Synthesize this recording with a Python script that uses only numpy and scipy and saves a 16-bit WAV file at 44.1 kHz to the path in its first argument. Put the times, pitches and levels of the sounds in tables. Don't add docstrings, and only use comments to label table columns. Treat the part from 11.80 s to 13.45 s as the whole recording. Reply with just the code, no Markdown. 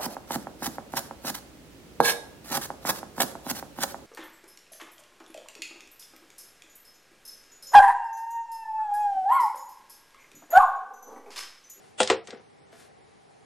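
import sys
import numpy as np
from scipy import signal
from scipy.fft import rfft, irfft, dct
from scipy.io import wavfile
from scipy.ndimage import uniform_filter1d

SR = 44100
rng = np.random.default_rng(int(sys.argv[2]) if len(sys.argv) > 2 else 0)


def level_to_linear(level):
    exponent = np.asarray(level, float) / 20
    return 10 ** exponent


def transcribe(u):
    v = np.clip(np.atleast_2d(u).T, -1, 1)
    q = np.round(v * 32767).astype(np.int16)
    wavfile.write(sys.argv[1], SR, q)


N = 72765


def evened(x):
    return x / np.sqrt(np.mean(x ** 2) + 1e-20)


def read(points, hz):
    f, value = np.transpose(points)
    return np.interp(np.log(hz + 1), np.log(f + 1), value)


def add(mix, s, sound):
    part = mix[round(s * SR):][:len(sound)]
    part += sound[:len(part)]


def coloured(x, points_db):
    gain = level_to_linear(read(points_db, np.fft.rfftfreq(x.shape[-1], 1 / SR)))
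    return irfft(rfft(x) * gain, x.shape[-1])


def dying(x, t60s):
    hz, t, z = signal.stft(x, SR, nperseg=128)
    t60 = np.maximum(read(t60s, hz), .005)[:, None]
    return signal.istft(z * level_to_linear(-60 * t / t60), SR, nperseg=128)[1][..., :x.shape[-1]]


# frequency in Hz, level in dB per Hz.
HUSH_COLOUR = [(18, -61), (30, -40), (115, -0.5), (586, -4), (836, -4.5), (1390, -13), (1980, -16.5),
               (10100, -25.5), (13000, -34.5)]
# frequency in Hz, width in Hz, level in dB.
FAN_RESONANCES = [(115.3, 19, -72.5), (423.5, 58, -63.5), (783, 39, -65), (2000, 510, -70.5)]
# frequency in Hz, likeness from -1 to 1.
HUSH_LIKENESS = [(60, 1), (230, -0.54), (880, -0.41), (3360, 0.52), (12900, 0.86)]


def hush():
    frames, hz = N // 256 + 5, np.fft.rfftfreq(1024, 1 / SR)
    a, b, c, d, patches = rng.standard_normal((frames, 513, 5)).T
    patches = uniform_filter1d(patches, size=10, axis=0)
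    patches = evened(uniform_filter1d(patches, size=12, axis=1))
    shape = level_to_linear(read(HUSH_COLOUR, hz))
    shape = level_to_linear(-58) * shape / np.linalg.norm(shape)
    for f, width, db in FAN_RESONANCES:
        bump = np.exp(-((hz - f) / width) ** 2)
        shape = np.hypot(shape, level_to_linear(db) * bump / np.linalg.norm(bump))
    same = np.clip(read(HUSH_LIKENESS, hz), -1, 1)[:, None]
    left = a + 1j * b
    right = same * left + np.sqrt(1 - same ** 2) * (c + 1j * d)
    z = np.array([left, right]) * shape[:, None] * level_to_linear(.8 * patches)
    noise = evened(signal.istft(z, nperseg=1024, noverlap=768)[1][:, :N])
    return np.linalg.norm(shape) * level_to_linear([[.2], [-.2]]) * noise


# start in seconds, rise in seconds, fall in seconds, level in dB.
SWISHES = [
    (-.03, 0.056, 0.18, -63),
    (0.913, 0.015, 0.071, -60),
    (0.94, 0.063, 0.13, -57.5),
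]
# frequency in Hz, level in dB per Hz.
CLOTH_COLOUR = [(350, -36), (600, -8.5), (921, -10.5), (1610, -5.5), (2170, -12.5), (4780, -13),
                (10500, -17.5), (13300, -21.5)]


def sleeve():
    t = np.arange(N) / SR
    level = np.zeros(N)
    for s, up, down, db in SWISHES:
        ramp = np.minimum((t - s) / up, 1 + (s + up - t) / down)
        level += level_to_linear(db) * np.sin(np.pi / 2 * np.clip(ramp, 0, 1)) ** 2
    grains = rng.standard_normal(N) * level_to_linear(2.5 * np.minimum(rng.exponential(1, N), 3))
    return level * evened(coloured(grains, CLOTH_COLOUR))


# frequency in Hz, t60 in seconds.
RATTLE_FADE = [(200, 0.54), (800, 0.15), (2500, 0.15), (6000, 0.14), (11000, 0.052)]


def strike(modes, colour, rattle_db, contact_ms=0.084, pitch=1, tilt_db=0, fade=RATTLE_FADE):
    t = np.arange(SR // 4) / SR
    ring = np.zeros(len(t))
    for hz, db, t60 in modes:
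        t60 = min(t60, 90 / hz)
        level = level_to_linear(db + tilt_db * np.log2(hz / 4000) - 60 * t / t60)
        build_up = 1 - np.exp(-(t * hz / 0.77) ** 2)
        ring += level * build_up * np.sin(2 * np.pi * hz * pitch * t)
    noise = evened(coloured(rng.standard_normal(len(t)), colour))
    crack = 1 + level_to_linear(4) * np.exp(-t / .003)
    rattle = dying(noise, fade) * crack * np.minimum(t * 2000, 1)
    push = t[:256] * np.exp(-t[:256] * 4000 / max(contact_ms, .02))
    return -.4 * signal.oaconvolve(ring + level_to_linear(rattle_db) * rattle, push / push.sum())[:len(t)]


def hits(blows, modes, colour, rattle_db, lag_s=0):
    out = np.zeros(N)
    for s, db, contact_ms in blows:
        add(out, s + lag_s, level_to_linear(db) * strike(modes, colour, rattle_db, contact_ms))
    return out


# start in seconds, level in dB, contact in ms.
FIRST_BLOWS = [
    (0.2025, -6.5, 0.23),
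    (0.2095, -22.5, 0.17),
    (.2180, -25, 0.19),
    (0.226, -27, 0.56),
    (0.244, -37, 0.87),
]
# frequency in Hz, level in dB, t60 in seconds.
HANDSET_MODES = [(217.7, -12, 0.15), (397.7, -12.5, 0.25), (507.8, 1.5, 0.094), (649.7, -1.5, 0.084),
                 (747, 5.5, .035), (839, -3.5, 0.057), (1069, -10, 0.058), (1400, 1, 0.03),
                 (1990, -12, 0.044), (2505, -16, 0.05), (3114, -9.5, 0.05), (3287, 1, 0.05),
                 (4950, -0.5, .04), (9200, 2.5, .03)]
# frequency in Hz, level in dB per Hz.
FIRST_RATTLE = [(150, -70), (500, -45), (1000, -25), (2200, -21), (3390, -11), (5760, -19), (7590, -5),
                (9280, -3), (9900, -34), (15000, -94)]


def first_end():
    return hits(FIRST_BLOWS, HANDSET_MODES, FIRST_RATTLE, 6)


# start in seconds, level in dB.
TABLE_THUMPS = [
    (.228, -45.5),
    (0.301, -38),
    (0.327, -40),
]


def table_thumps():
    out = np.zeros(N)
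    t = np.arange(SR // 2) / SR
    for s, db in TABLE_THUMPS:
        fading = level_to_linear(db - 60 * t / 0.12)
        add(out, s, fading * np.sin(2 * np.pi * 99 * t) * np.minimum(t * 150, 1))
    return out


# start in seconds, level in dB, pitch factor, tilt in dB per octave, top in Hz.
PLUNGER_TICKS = [
    (0.2306, -20.5, 1.01, 0, 12090),
    (0.2744, -25, 1.01, -.5, 9700),
    (0.4726, -38, 1.3, 0, 9300),
    (0.5057, -39.5, .95, 4, 8800),
]
# frequency in Hz, level in dB, t60 in seconds.
PLUNGER_MODES = [(1903, -22.5, 0.025), (3186, -5.5, 0.015), (3340, 0, 0.03), (4925, 8.5, .04),
                 (6210, -12, 0.025), (7830, -4.5, .03), (8800, -15, 0.03)]
# frequency in Hz, level in dB per Hz.
TICK_RATTLE = [(900, -16), (1900, -2), (2500, -10.5), (3400, -1), (6000, -2), (8300, -1.5), (11000, -6),
               (13000, -49)]
# frequency in Hz, t60 in seconds.
TICK_FADE = [(1000, 0.022), (4000, 0.06), (10000, 0.026)]


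def plungers():
    out = np.zeros(N)
    for s, db, pitch, tilt_db, top_hz in PLUNGER_TICKS:
        colour = [point for point in TICK_RATTLE if point[0] < top_hz]
        colour += [(top_hz, -8), (top_hz * 1.06, -50)]
        tick = strike(PLUNGER_MODES, colour, 4.5, pitch=pitch, tilt_db=tilt_db, fade=TICK_FADE)
        add(out, s, level_to_linear(db) * tick)
    return out


# start in seconds, level in dB, contact in ms.
SECOND_BLOWS = [
    (0.3, -8, .2),
    (.3080, -23.5, 0.23),
    (0.316, -35, 0.6),
    (0.3303, -26, 0.56),
    (0.352, -30.5, 1.1),
    (0.370, -29, 3.2),
]
# frequency in Hz, level in dB, t60 in seconds.
BASE_MODES = [(612, -12.5, 0.024), (822, -6, 0.066), (1031, -4, .12), (1165, -22.5, 0.1), (1363, -10, 0.08),
              (1796, -15.5, 0.06), (1940, -4.5, .09), (2072, -4.5, 0.08), (3170, -2.5, 0.04),
              (4250, -11, .06), (6900, -8, 0.035)]
# frequency in Hz, level in dB, t60 in seconds.
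BOOM_MODES = [(231, -17.5, .15), (387.5, -2, 0.17), (448.8, 1, 0.18), (518.5, -5, 0.24), (331.4, -19, 0.3),
              (463, -5, 0.035)]
# frequency in Hz, level in dB per Hz.
SECOND_RATTLE = [(88, -65.5), (300, -48.5), (450, -32), (704, -22.5), (1850, -22.5), (5660, -24.5),
                 (8320, -18.5), (9630, -43.5), (12000, -115), (15600, -145), (22000, -120)]


def second_end():
    shell = hits(SECOND_BLOWS, BASE_MODES, SECOND_RATTLE, 1.5)
    return shell + hits(SECOND_BLOWS, BOOM_MODES, SECOND_RATTLE, -32, lag_s=0.0019)


# start in seconds, fade start in seconds, end in seconds, level in dB.
SEAT_SCRAPE = (.473, .52, .60, -52)
# frequency in Hz, level in dB per Hz.
SEAT_COLOUR = [(400, -24), (760, 4.5), (930, -6.5), (1100, -5.5), (1400, -7.5), (1850, -0.5), (3300, -10),
               (10000, -24)]


def scrape():
    t = np.arange(N) / SR
    start, fade, end, db = SEAT_SCRAPE
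    level = level_to_linear(db) * (t > start) * np.clip((end - t) / (end - fade), 0, 1) ** 2
    grains = rng.standard_normal(N) * level_to_linear(3.5 * rng.exponential(1, N))
    return level * evened(coloured(grains, SEAT_COLOUR))


# start in seconds, level in dB, contact in ms.
SETTLE_TOUCHES = [
    (0.484, -38.5, 0.5),
    (.5190, -51.5, 0.41),
    (0.5267, -35, 1.3),
    (.5310, -30.5, 0.86),
    (.5460, -47, 0.23),
    (0.559, -47, 0.41),
    (0.573, -48.5, 0.26),
    (.595, -47.5, 0.39),
]
# frequency in Hz, level in dB, t60 in seconds.
SEATED_MODES = [(236, 3.5, 0.052), (396.7, 2, 0.13), (460, 5, 0.082), (496, -4, 0.14), (771.5, 0.5, 0.06),
                (1020, -33, 0.13), (1850, -6.5, .05)]


def settling():
    return hits(SETTLE_TOUCHES, SEATED_MODES, SECOND_RATTLE, 4.6)


# start in seconds, level in dB, contact in ms.
CORD_TAPS = [
    (0.9265, -46.5, 0.38),
    (.9350, -53, 0.41),
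    (0.9522, -55, 0.15),
    (1.0, -58, 0.14),
    (1.0520, -57, 0.22),
]
# frequency in Hz, level in dB, t60 in seconds.
CORD_RINGING = [(243, -3, 0.18), (433, 7, 0.072), (668, 5, 0.12), (1058, -9, 0.092), (1624, 2, 0.066),
                (2190, 3, 0.028), (3660, -12, 0.024)]


def cord_taps():
    return hits(CORD_TAPS, CORD_RINGING, SECOND_RATTLE, 4.2)


# start in seconds, frequency in Hz, length in seconds, level in dB.
CORD_SQUEAK = (.97, 1630, .07, -62)


def cord_squeak():
    t = np.arange(N) / SR
    s, hz, length, db = CORD_SQUEAK
    band = [(hz * 1.2, -40), (hz, 0), (hz * 1.12, -40)]
    fuzz = evened(coloured(rng.standard_normal(N), band))
    return level_to_linear(db) * np.sin(np.pi * np.clip((t - s) / length, 0, 1)) ** 2 * fuzz


def phone():
    small = plungers() + scrape() + settling() + cord_taps() + cord_squeak()
    out = np.array([first_end(), second_end(), small])
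    high_pass = signal.butter(N=6, Wn=169.2, btype="high", fs=SR, output="sos")
    out = signal.sosfilt(high_pass, out)
    out[1] += table_thumps()
    return out


# frequency in Hz, t60 in seconds.
ROOM_FADE = [(150, .25), (450, .25), (1500, .3), (9000, .2)]


def room(x):
    taps = np.zeros((3, SR))
    at = np.arange(200, SR - 20, 20) + rng.integers(0, 20, (3, (SR - 201) // 20))
    np.put_along_axis(taps, at, rng.choice([-1., 1.], at.shape), 1)
    same = 0.92
    tail = dying(np.sqrt(same) * taps[2] + np.sqrt(1 - same) * taps[:2], ROOM_FADE)
    return signal.fftconvolve(x[None], tail / np.linalg.norm(tail[0]), axes=1)[:, :N]


# frequency in Hz, left minus right in dB.
LEFT_LEAN = [(200, -3.5), (450, -2.5), (1000, .5), (2000, .7), (5000, .5), (10000, 1.5)]


def scene():
    near = np.vstack([phone(), sleeve()])
    pan_db = np.array([3.5, 3.5, 4, 4.5])
    sides = []
    for side in (1, -1):
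        lean = [(f, side * db / 2) for f, db in LEFT_LEAN]
        sides.append(coloured(level_to_linear(side * pan_db / 2) @ near, lean))
    return np.array(sides) + level_to_linear(-13.5) * room(near.sum(0)) + hush()


# frequency in Hz, level in dB.
QUIET_LIMIT = [(4500, -98), (5800, -64.5), (7000, -62.5), (10000, -66.5), (11500, -62.5), (13500, -73)]
# frequency in Hz, step in dB.
ROUNDING_STEP = [(150, -27), (500, -14), (2000, -4.5), (9000, -1)]


def camera_smear(x):
    hop, first, band_bins = 1412, 560, 16
    k, blocks = np.arange(hop), N // hop + 3
    lead = 2 * hop - first
    rise = np.sin(np.pi / 2 * np.sin(np.pi / 2 * (k + .5) / hop) ** 2)
    window = np.r_[rise, rise[::-1]]
    turn = np.array([[1, 1], [1, -1]]) / np.sqrt(2)
    at = np.arange(blocks)[:, None] * hop + np.arange(2 * hop)
    padded = np.pad(turn @ x, ((0, 0), (lead, 3 * hop)))
    a, b, c, d = np.split(padded[:, at] * window, 4, axis=2)
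    z = dct(np.dstack([-c[..., ::-1] - d, a - b[..., ::-1]]), type=4, norm="ortho")
    sag = 8.5 * np.arange(blocks)
    block_db = 10 * np.log10(np.mean(z ** 2, (0, 2)) + 1e-12)
    held_db = np.maximum.accumulate(block_db + sag) - sag
    band, hz = k // band_bins, k * SR / 2 / hop
    limit_db = read(QUIET_LIMIT, hz) + 0.71 * np.maximum(held_db + 57.5, 0)[:, None]
    limit_db = limit_db + 3 * rng.standard_normal((blocks, hop))[:, band]
    level = np.sqrt(np.add.reduceat(z ** 2, k[::band_bins], axis=2) / band_bins)[..., band]
    step = level_to_linear(read(ROUNDING_STEP, hz)) * level[0] + 1e-9
    rounded = np.sign(z) * np.floor(abs(z) / step + 0.35) * step
    rounded = rounded * (level[0] > level_to_linear(limit_db))
    u, v = np.split(dct(rounded, type=4, norm="ortho"), 2, axis=2)
    pieces = np.dstack([v, -v[..., ::-1], -u[..., ::-1], -u]) * window
    out = np.zeros((2, (blocks + 1) * hop))
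    out[:, :-hop] += pieces[..., :hop].reshape(2, -1)
    out[:, hop:] += pieces[..., hop:].reshape(2, -1)
    return turn @ out[:, lead:][:, :N]


def roll_off(x):
    return signal.sosfilt(signal.butter(12, 13470, fs=SR, output="sos"), x)


def record(dry):
    heard = coloured(dry, [(9000, 1), (11000, 3.5), (13500, -5.5)])
    finished = camera_smear(heard)
    return roll_off(finished)


dry = scene()
out = record(dry)
transcribe(out)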